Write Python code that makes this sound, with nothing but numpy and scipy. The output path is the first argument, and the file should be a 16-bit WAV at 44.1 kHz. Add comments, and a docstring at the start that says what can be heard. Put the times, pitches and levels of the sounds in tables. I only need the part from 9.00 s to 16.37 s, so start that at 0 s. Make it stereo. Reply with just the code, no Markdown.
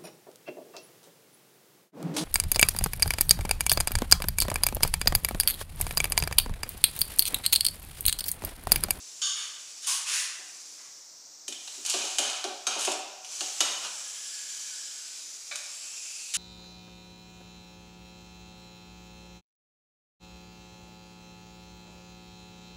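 """Metal parts clatter across a large workshop, over hissing air and a distant grinder.
Then, close by, a screwdriver works the terminal screw of a battery in a steel chassis: the tip snaps
against screw and lug, the blade sticks and slips, and pushes knock the chassis into ringing.
Late on, a wire clip taps the case. The hall gives the contacts and clatter a long tail."""
import sys
import numpy as np
from scipy import signal
from scipy.io import wavfile
from scipy.ndimage import uniform_filter1d, map_coordinates

SR = 44100
rng = np.random.default_rng(int(sys.argv[2]) if len(sys.argv) > 2 else 0)


def dump_mix(stems):
    """Bounce the given channels to the path in sys.argv[1] as a 16-bit WAV at rate SR."""
    frames = np.atleast_2d(stems).T  # one column per channel
    limited = np.clip(frames, -1, 1)  # hard clip at full scale
    pcm = np.round(limited * 32767).astype(np.int16)
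    wavfile.write(sys.argv[1], SR, pcm)


N = 324996
TIME = np.arange(N) / SR
HZ = np.fft.rfftfreq(4096, 1 / SR)
FIRM_DB = -30  # an ordinary, firm contact

# Resonances of blade and terminal. Each row: centre in Hz, width in Hz, gain in dB.
BLADE_MODES = [(1530, 63, -13), (2464, 170, 0.5), (3043, 340, 3.5), (3900, 720, -3.5), (4300, 230, -1),
               (5730, 140, 4), (6460, 290, 8), (7130, 75, 6.5)]
# Broad steel-on-steel spectrum. Each row: frequency in Hz, gain in dB.
CONTACT_SPECTRUM = [(40, -80), (110, -54), (190, -32.5), (300, -33), (700, -16), (1300, -7), (2000, -14),
                    (2700, -2.5), (5000, -0.5), (7000, 1.5), (8000, 0), (10000, -5), (11500, -14),
                    (15500, -31)]


def tip_clicks(chatter_s=0.0053, rise_s=0.00056, bounce_s=(0.0049, 0.0071), bounce_db=-12):
    """The tip snaps on screw and lug: a blow, one bounce, and chatter that lasts longer with force."""
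    # Each row: start in seconds, level in dB, tilt in dB per octave, strongest ring in Hz.
    snaps = [(2.480, -30.5, 0.5, 6950), (2.524, -34, -2.5, 3370), (2.675, -37.5, -4.5, 4100),
             (2.850, -32, -1.5, 6500), (2.861, -28, 3.5, 4400), (2.898, -23.5, 1, 6200),
             (2.939, -29, -6, 3430), (3.184, -20, -.5, 2930), (3.298, -31, -4, 8350),
             (3.441, -28.5, -4, 3360), (3.668, -22.5, -3, 3900), (3.673, -30.5, -2.5, 1350),
             (3.680, -42, -3, 7350), (3.85, -26.5, -0.5, 7000), (3.874, -29, -9.5, 2720),
             (3.917, -28.5, -1.5, 7300), (4.246, -39.5, -3, 3070), (4.407, -27.5, -2.5, 4300),
             (4.605, -17, -2, 3680), (6.556, -30.5, -1.5, 4770), (7.338, -28.5, 0, 3700)]
    out, t = np.zeros(N), np.arange(4000) / SR
    for start_s, db, tilt, ring_hz in snaps:
        force_db = db - FIRM_DB
        decay_s = chatter_s * 2 ** (force_db / 52)
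        ages_s = np.maximum(t - np.array([[0], [rng.uniform(*bounce_s)]]), 0)
        first, bounce = np.exp(-ages_s / decay_s) * (1 - np.exp(-ages_s / rise_s))
        contact = rng.standard_normal(len(t)) * (first + gain_of(bounce_db) * bounce)
        contact[SR // 1000] += 3.4  # the blow
        # where the tip bears decides which resonance speaks most
        blade = resonances([(hz, width_hz, mode_db - 2.5 + 2 * rng.standard_normal())
                            for hz, width_hz, mode_db in BLADE_MODES])
        ping = resonances([(ring_hz, 650, 3)])
        # the lug's band speaks only under hard snaps
        lug = gain_of((-4.5 + 0.77 * force_db) * resonances([(1340, 520, 0)]))
        gain = lug * np.linalg.norm([gain_of(curve(CONTACT_SPECTRUM)), blade, ping], axis=0)
        snap = colour(contact, gain * tilted(tilt) * low_cut(190))
        add(out, start_s, gain_of(db) * snap / np.std(snap[:SR // 250]))
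    return out


def blade_scrapes():
    """The blade sticks and slips in the screw head: fine grains ring through the steel."""
    # Each row: start in seconds, length in seconds, level in dB, tilt in dB per octave.
    drags = [(2.849, 0.36, -33.5, -2.9), (3.188, 0.27, -34, -4.5), (3.681, 0.29, -36, -5.5),
             (3.778, 0.17, -31, 0.7), (4.268, 0.36, -47.5, -2), (4.628, 0.18, -37.5, -7),
             (4.82, 0.1, -37.5, -7)]
    steel = np.hypot(gain_of(curve(CONTACT_SPECTRUM)), gain_of(0.5) * resonances(BLADE_MODES))
    out = np.zeros(N)
    for start_s, length_s, db, tilt in drags:
        drag = impact_swell(length_s, steel * tilted(tilt), peak_share=0.17, per_s=5800, spread_db=3)
        add(out, start_s, gain_of(db) * drag)
    return out


def thumps_and_knocks(uneven_db=2, detune=0.0035, rattle_db=-3.5, rattle_s=0.057):
    """Two faint thumps under the far clatter, then close knocks: chassis rings, battery rattles."""
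    # Each row: start in seconds, relative level in dB, tilt in dB per octave.
    hits = [(1.109, -52, -0.5), (1.39, -52.5, 0), (2.486, -41.5, -8.5), (2.778, -47.5, -10),
            (2.941, -30.5, -0.5), (3.033, -37.5, 3.5), (3.189, -28.5, 3), (3.446, -28.5, 3),
            (3.673, -33.5, 5.5), (3.762, -31.5, 5.5), (3.875, -24, 3.5), (4.412, -36.5, 2),
            (4.609, -33, 0.5)]
    # Each row: frequency in Hz, relative level in dB, base t60 in seconds, swell time in seconds.
    chassis_modes = [(251.4, -4, 0.27, 0.022), (312.5, -6.5, 0.39, 0.0058), (377.6, 0.5, 0.18, 0.0015),
                     (425.5, -6.5, 0.3, 0.0037), (564, -6.5, 0.42, .004), (605, -2.5, 0.3, 0.01),
                     (707, 1, 0.11, 0.0023), (751.5, -0.5, 0.61, 0.059), (804, 2.5, 0.22, 0.12),
                     (904, -11.5, 0.35, 0.0025), (1132, -15, 0.25, 0.0014), (1180, -17, 0.092, 0.0033),
                     (1390, -18, 0.38, .003), (1530, -15.5, 0.21, 0.0016)]
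    out, t = np.zeros(N), np.arange(SR // 2) / SR
    hz, mode_db, t60_s, swell_s = np.transpose(chassis_modes)[:, :, None]
    body = resonances([(f, 70, db) for f, db, *_ in chassis_modes]) * low_cut(182)
    build = 1 - np.exp(-t / swell_s)  # some tones swell in shortly after the knock
    for start_s, db, tilt in hits:
        t60_scale = 0.68 * 2 ** ((db - FIRM_DB) / 34)  # harder hits ring longer
        size = gain_of(mode_db + tilt * np.log2(hz / 600) + uneven_db * rng.standard_normal(hz.shape))
        pitch_hz = hz * (1 + detune * rng.standard_normal(hz.shape))
        envelope = size * build * gain_of(-60 * t / (t60_s * t60_scale))
        ring = (envelope * np.sin(2 * np.pi * (pitch_hz * t + rng.random(hz.shape)))).sum(0)
        burst = rng.standard_normal(len(t)) * np.exp(-t / rattle_s)
        rattle = colour(burst, body * gain_of(tilt * np.log2(np.clip(HZ, 200, 1500))))[:len(t)]
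        knock = ring / np.std(ring[:SR // 20]) + gain_of(rattle_db) * rattle / np.std(rattle[:SR // 20])
        add(out, start_s, gain_of(db) * knock)
    return colour(out, low_cut(150))[:N]


def clip_tap(start_s=6.512, level_db=-33.5):
    """The wire is let go and its clip rattles lightly on the case."""
    # Each row: centre in Hz, width in Hz, gain in dB.
    clip_modes = [(600, 56, 1.5), (790, 200, -11), (1158, 32, -3), (1600, 310, -2), (2320, 240, 3),
                  (4100, 1700, -5.5)]
    gain = resonances(clip_modes) * low_cut(300)
    tap = impact_swell(0.026, gain, peak_share=0.023, per_s=5000, spread_db=1)
    out = np.zeros(N)
    add(out, start_s, gain_of(level_db) * tap)
    return out


def parts_clatter(settle_s=0.13):
    """Far metal parts tumble and slide: dense impacts build up, ring the parts and settle."""
    # Each row: start in seconds, level in dB, rise in seconds, tilt in dB per octave,
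    # ringing share from 0 to 1, strongest ring in Hz.
    tumbles = [(.216, -28, 0.0018, -2, 0.95, 3320), (.34, -37.5, 0.041, -3, 0.59, 3440),
               (.815, -39, 0.025, 0, .5, 7650), (.866, -27, 0.0067, 2, 0.1, 1096),
               (1.056, -30.5, 0.041, -1.5, 0.07, 2600), (1.125, -30.5, 0.023, 0.5, 0.15, 1810),
               (1.779, -58, 0.0027, -9, .02, 2030), (7.339, -27.3, .003, 1, 0.24, 2900)]
    # Each row: centre in Hz, width in Hz, gain in dB.
    part_modes = [(1207, 134, -9), (1550, 140, -8.5), (2990, 210, 3), (3600, 270, 3), (4570, 490, 0),
                  (5480, 660, -1.5), (6700, 750, 6), (8880, 340, -1)]
    # Each row: frequency in Hz, gain in dB.
    impact_spectrum = [(100, -54), (300, -61), (480, -24), (760, -23), (1050, -10), (1400, -5), (2200, -4),
                       (2800, 0), (4200, 0), (6500, 4), (8200, 0.5), (10100, 2), (11000, -10.5),
                       (15500, -23)]
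    broad, ringing = unit_rms(gain_of(curve(impact_spectrum))), unit_rms(resonances(part_modes))
    out = np.zeros(N)
    for start_s, db, rise_s, tilt, share, ring_hz in tumbles:
        length_s = rise_s + settle_s
        blend = np.sqrt((1 - share) * broad ** 2 + share * ringing ** 2)
        gain = np.hypot(blend, resonances([(ring_hz, 330, 7)])) * tilted(tilt) * low_cut(200)
        tumble = impact_swell(length_s, gain, peak_share=rise_s / length_s, per_s=6000, spread_db=1.5)
        add(out, start_s, gain_of(db) * tumble)
    return out


def grinder(flutter_db=0.66):
    """A distant wheel hisses as it bites, with faint steady and sliding bands. Mid and side."""
    # Each row: frequency in Hz, gain in dB.
    grit_spectrum = [(200, -32.5), (600, -31), (1200, -16), (2000, -12.5), (2450, -5), (2780, -8.5),
                     (3100, -6), (4200, -3.5), (4800, -0.5), (7700, 3.5), (8000, -3), (10200, -7.5),
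                     (10600, -19), (14200, -21.5), (14700, -39)]
    # Bite of the wheel. Each row: time in seconds, level in dB.
    bite = [(0, -48), (1.4, -47), (1.8, -49.5), (2.45, -69.5), (2.65, -45.5), (3.1, -38.5), (3.5, -52),
            (4.22, -55), (4.33, -40), (4.47, -37), (4.9, -40), (5.7, -39.5), (6.45, -44), (7.1, -41)]
    # Faint tones and a thin high hiss. Each row: start in seconds, centre in Hz, width in Hz, level in dB.
    steady_bands = [(4.8, 1674, 63, -60), (4.7, 3110, 360, -56), (5.0, 1495, 80, -64),
                    (5.0, 4850, 170, -56), (6.2, 7600, 250, -51), (6.6, 2620, 332, -52)]
    # The wheel slows under a push. Each row: start in seconds, starting pitch in Hz, level in dB.
    falling_bands = [(4.15, 6480, -50), (4.95, 8140, -55), (5.449, 8350, -50), (6.75, 5700, -55)]
    bands = np.zeros(N)
    for start_s, hz, width_hz, db in steady_bands:
        add(bands, start_s, gain_of(db) * noise_band(hz, width_hz, length_s=1.46))
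    for start_s, hz, db in falling_bands:
        sag = noise_band(hz, width_hz=240, length_s=0.69, fall_octaves_per_s=0.65)
        add(bands, start_s, gain_of(db) * sag)
    grit = swirl(hiss(grit_spectrum), depth_db=1.4)
    mid, side = grit * gain_of(np.interp(TIME, *np.transpose(bite)) + flutter_db * drift(0.019))
    return np.array([mid + bands, side])


def workshop_air(air_db=-50, room_db=-65, whine_db=-69, whine_hz=13609):
    """Steady air hiss, low room noise and a thin electronic whine. Mid and side."""
    # Each row of both: frequency in Hz, gain in dB.
    air_spectrum = [(1470, -28), (2500, -99), (3290, -14), (5660, 7), (7390, -0.5), (10700, -27),
                    (13000, -31), (13300, -11), (14100, -41), (14500, -35), (15500, -76)]
    room_spectrum = [(15, -50), (25, -21), (124, -15), (149, -9), (231, -11), (312, -0.5), (345, -8.5),
                     (397, -4), (681, -2.5), (3000, -10.5), (3900, -43), (6600, -120)]
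    whine = gain_of(whine_db) * np.sin(2 * np.pi * whine_hz * TIME)
    return gain_of(air_db) * hiss(air_spectrum) + gain_of(room_db) * hiss(room_spectrum) + whine


def hall(x, tails=4, cycle_hz=3.7):
    """Several tails take turns, so the reverberation stays smooth, without fixed ringing tones."""
    shares = np.maximum([np.cos(2 * np.pi * (cycle_hz * TIME + k / tails)) for k in range(tails)], 0)
    shares /= np.linalg.norm(shares, axis=0)
    return sum(signal.fftconvolve((x * share)[None], hall_tail(), axes=1)[:, :N] for share in shares)


def hall_tail():
    """Mid and side tails of sparse reflections, each band dying at its own rate."""
    # Each row: frequency in Hz, t60 in seconds.
    decay_times = [(100, 1), (300, 0.4), (750, 1.17), (1300, 1.06), (4500, 0.79), (8000, 0.61),
                   (14000, 0.33)]
    taps = np.zeros((2, 60000))
    arrivals = np.arange(300, 59980, 20) + rng.integers(0, 20, (2, 2984))
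    np.put_along_axis(taps, arrivals, rng.choice([-1., 1.], arrivals.shape), 1)
    hz, t, spectra = signal.stft(taps, SR, nperseg=256)
    tail = signal.istft(spectra * gain_of(-60 * t / curve(decay_times, hz)[:, None]), SR, nperseg=256)[1]
    return tail / np.linalg.norm(tail[0])


def impact_swell(length_s, gain, peak_share, per_s, spread_db):
    """A swell of tiny, uneven impacts, each ringing with the given spectrum."""
    progress = np.linspace(0, 1, int(length_s * SR))
    chance, size, sign = rng.random((3, SR))[:, :len(progress)]
    strength = gain_of(-spread_db * np.log(np.maximum(size, .02)))
    impacts = (chance < per_s / SR) * np.sign(sign - .5) * strength
    swell = np.interp(progress, [0, peak_share, 1], [0, 1, 0]) ** 0.69
    return colour(unit_rms(impacts) * swell, unit_rms(gain))


def noise_band(hz, width_hz, length_s, fall_octaves_per_s=0):
    """Narrow noise that swells and fades, steady or falling in pitch."""
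    t = np.arange(int(length_s * SR)) / SR
    low_pass = signal.butter(2, width_hz / 2, fs=SR, output="sos")
    fuzz = signal.sosfilt(low_pass, rng.standard_normal((2, 2 * SR)))[:, :len(t)]
    cycles = np.cumsum(hz * 2 ** (-fall_octaves_per_s * t)) / SR
    band = ((fuzz[0] + 1j * fuzz[1]) * np.exp(2j * np.pi * cycles)).real
    return unit_rms(band) * signal.windows.tukey(len(t), .6)


def swirl(x, depth_db):
    """Louder and softer patches, a few hundred Hz wide, slide slowly down through a hiss."""
    spectra = signal.stft(x, SR, nperseg=512, noverlap=256)[2]
    bins, frames = np.indices(spectra.shape[1:])
    field = rng.standard_normal((2 * len(bins), spectra.shape[2]))
    for _ in range(2):
        field = uniform_filter1d(uniform_filter1d(field, size=4, axis=0), size=35, axis=1)
    patches = unit_rms(map_coordinates(field, [bins + 0.0632 * frames, frames], order=1, mode="wrap"))
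    return signal.istft(spectra * gain_of(depth_db * patches), SR, nperseg=512, noverlap=256)[1][:, :N]


def hiss(spectrum):
    """Diffuse noise as unrelated mid and side."""
    gain = gain_of(curve(spectrum))
    white = rng.standard_normal((2, N + 2048))
    return np.array([unit_rms(colour(noise, gain)[2048:N + 2048]) for noise in white])


def drift(smooth_s):
    """Smoothed noise of rms 1."""
    size = int(smooth_s * SR)
    return unit_rms(uniform_filter1d(uniform_filter1d(rng.standard_normal(N), size), size))


def colour(x, gain):
    """Minimum-phase filter: rings only after each blow."""
    log_gain = np.log(np.maximum(np.r_[gain, gain[-2:0:-1]], 1e-5))
    response = np.fft.ifft(np.exp(np.conj(signal.hilbert(log_gain)))).real
    return signal.oaconvolve(x, response[:2048])


def resonances(modes):
    """Gain over frequency of (centre Hz, width Hz, dB) peaks."""
    return np.sqrt(sum(gain_of(db) ** 2 / (1 + (2 * (HZ - hz) / width_hz) ** 2) ** 2
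                       for hz, width_hz, db in modes))


def tilted(db_per_octave):
    """Gain slope about 4 kHz, flat below 500 Hz."""
    return gain_of(db_per_octave * np.log2(np.maximum(HZ, 500) / 4000))


def low_cut(hz):
    """Small parts radiate little bass."""
    return HZ ** 3 / (HZ ** 3 + hz ** 3)


def curve(points, hz=HZ):
    """Joins (Hz, value) points on a log-frequency axis."""
    point_hz, value = np.transpose(points)
    return np.interp(np.log(hz + 1), np.log(point_hz + 1), value)


def gain_of(db):
    """Decibels to a factor."""
    return 10 ** (np.asarray(db) / 20)


def unit_rms(x):
    """Scales to rms 1."""
    return x / np.sqrt(np.mean(x ** 2) + 1e-20)


def add(mix, start_s, sound):
    """Mixes a sound in at start_s."""
    part = mix[round(start_s * SR):][:len(sound)]
    part += sound[:len(part)]


def scene():
    """Contacts and clatter in the middle; grinder, air and hall spread around them."""
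    # Stereo side gain, nearly mono from 3 to 6.5 kHz. Each row: frequency in Hz, gain in dB.
    side_spectrum = [(100, -4), (270, -19), (700, -12), (1500, -10), (3000, -24), (6500, -26), (8800, -9),
                     (14000, -14)]
    clicks, scrapes, knocks = tip_clicks(), blade_scrapes(), gain_of(-10.5) * thumps_and_knocks()
    clatter = parts_clatter() + clip_tap()
    send = gain_of(-2) * (clicks + clatter) + gain_of(-6) * scrapes + gain_of(-6.5) * knocks
    mid, side = hall(send) + grinder() + workshop_air()
    mid = mid + clicks + scrapes + knocks + clatter
    side = colour(side, gain_of(curve(side_spectrum)))[:N]
    return np.array([mid + side, mid - side])


def record(dry):
    """Steep low-pass at 15.6 kHz."""
    low_pass = signal.firwin(511, 15600, window=("kaiser", 9), fs=SR)
    return signal.oaconvolve(dry, low_pass[None], "same")


dry = scene()
out = record(dry)
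dump_mix(out)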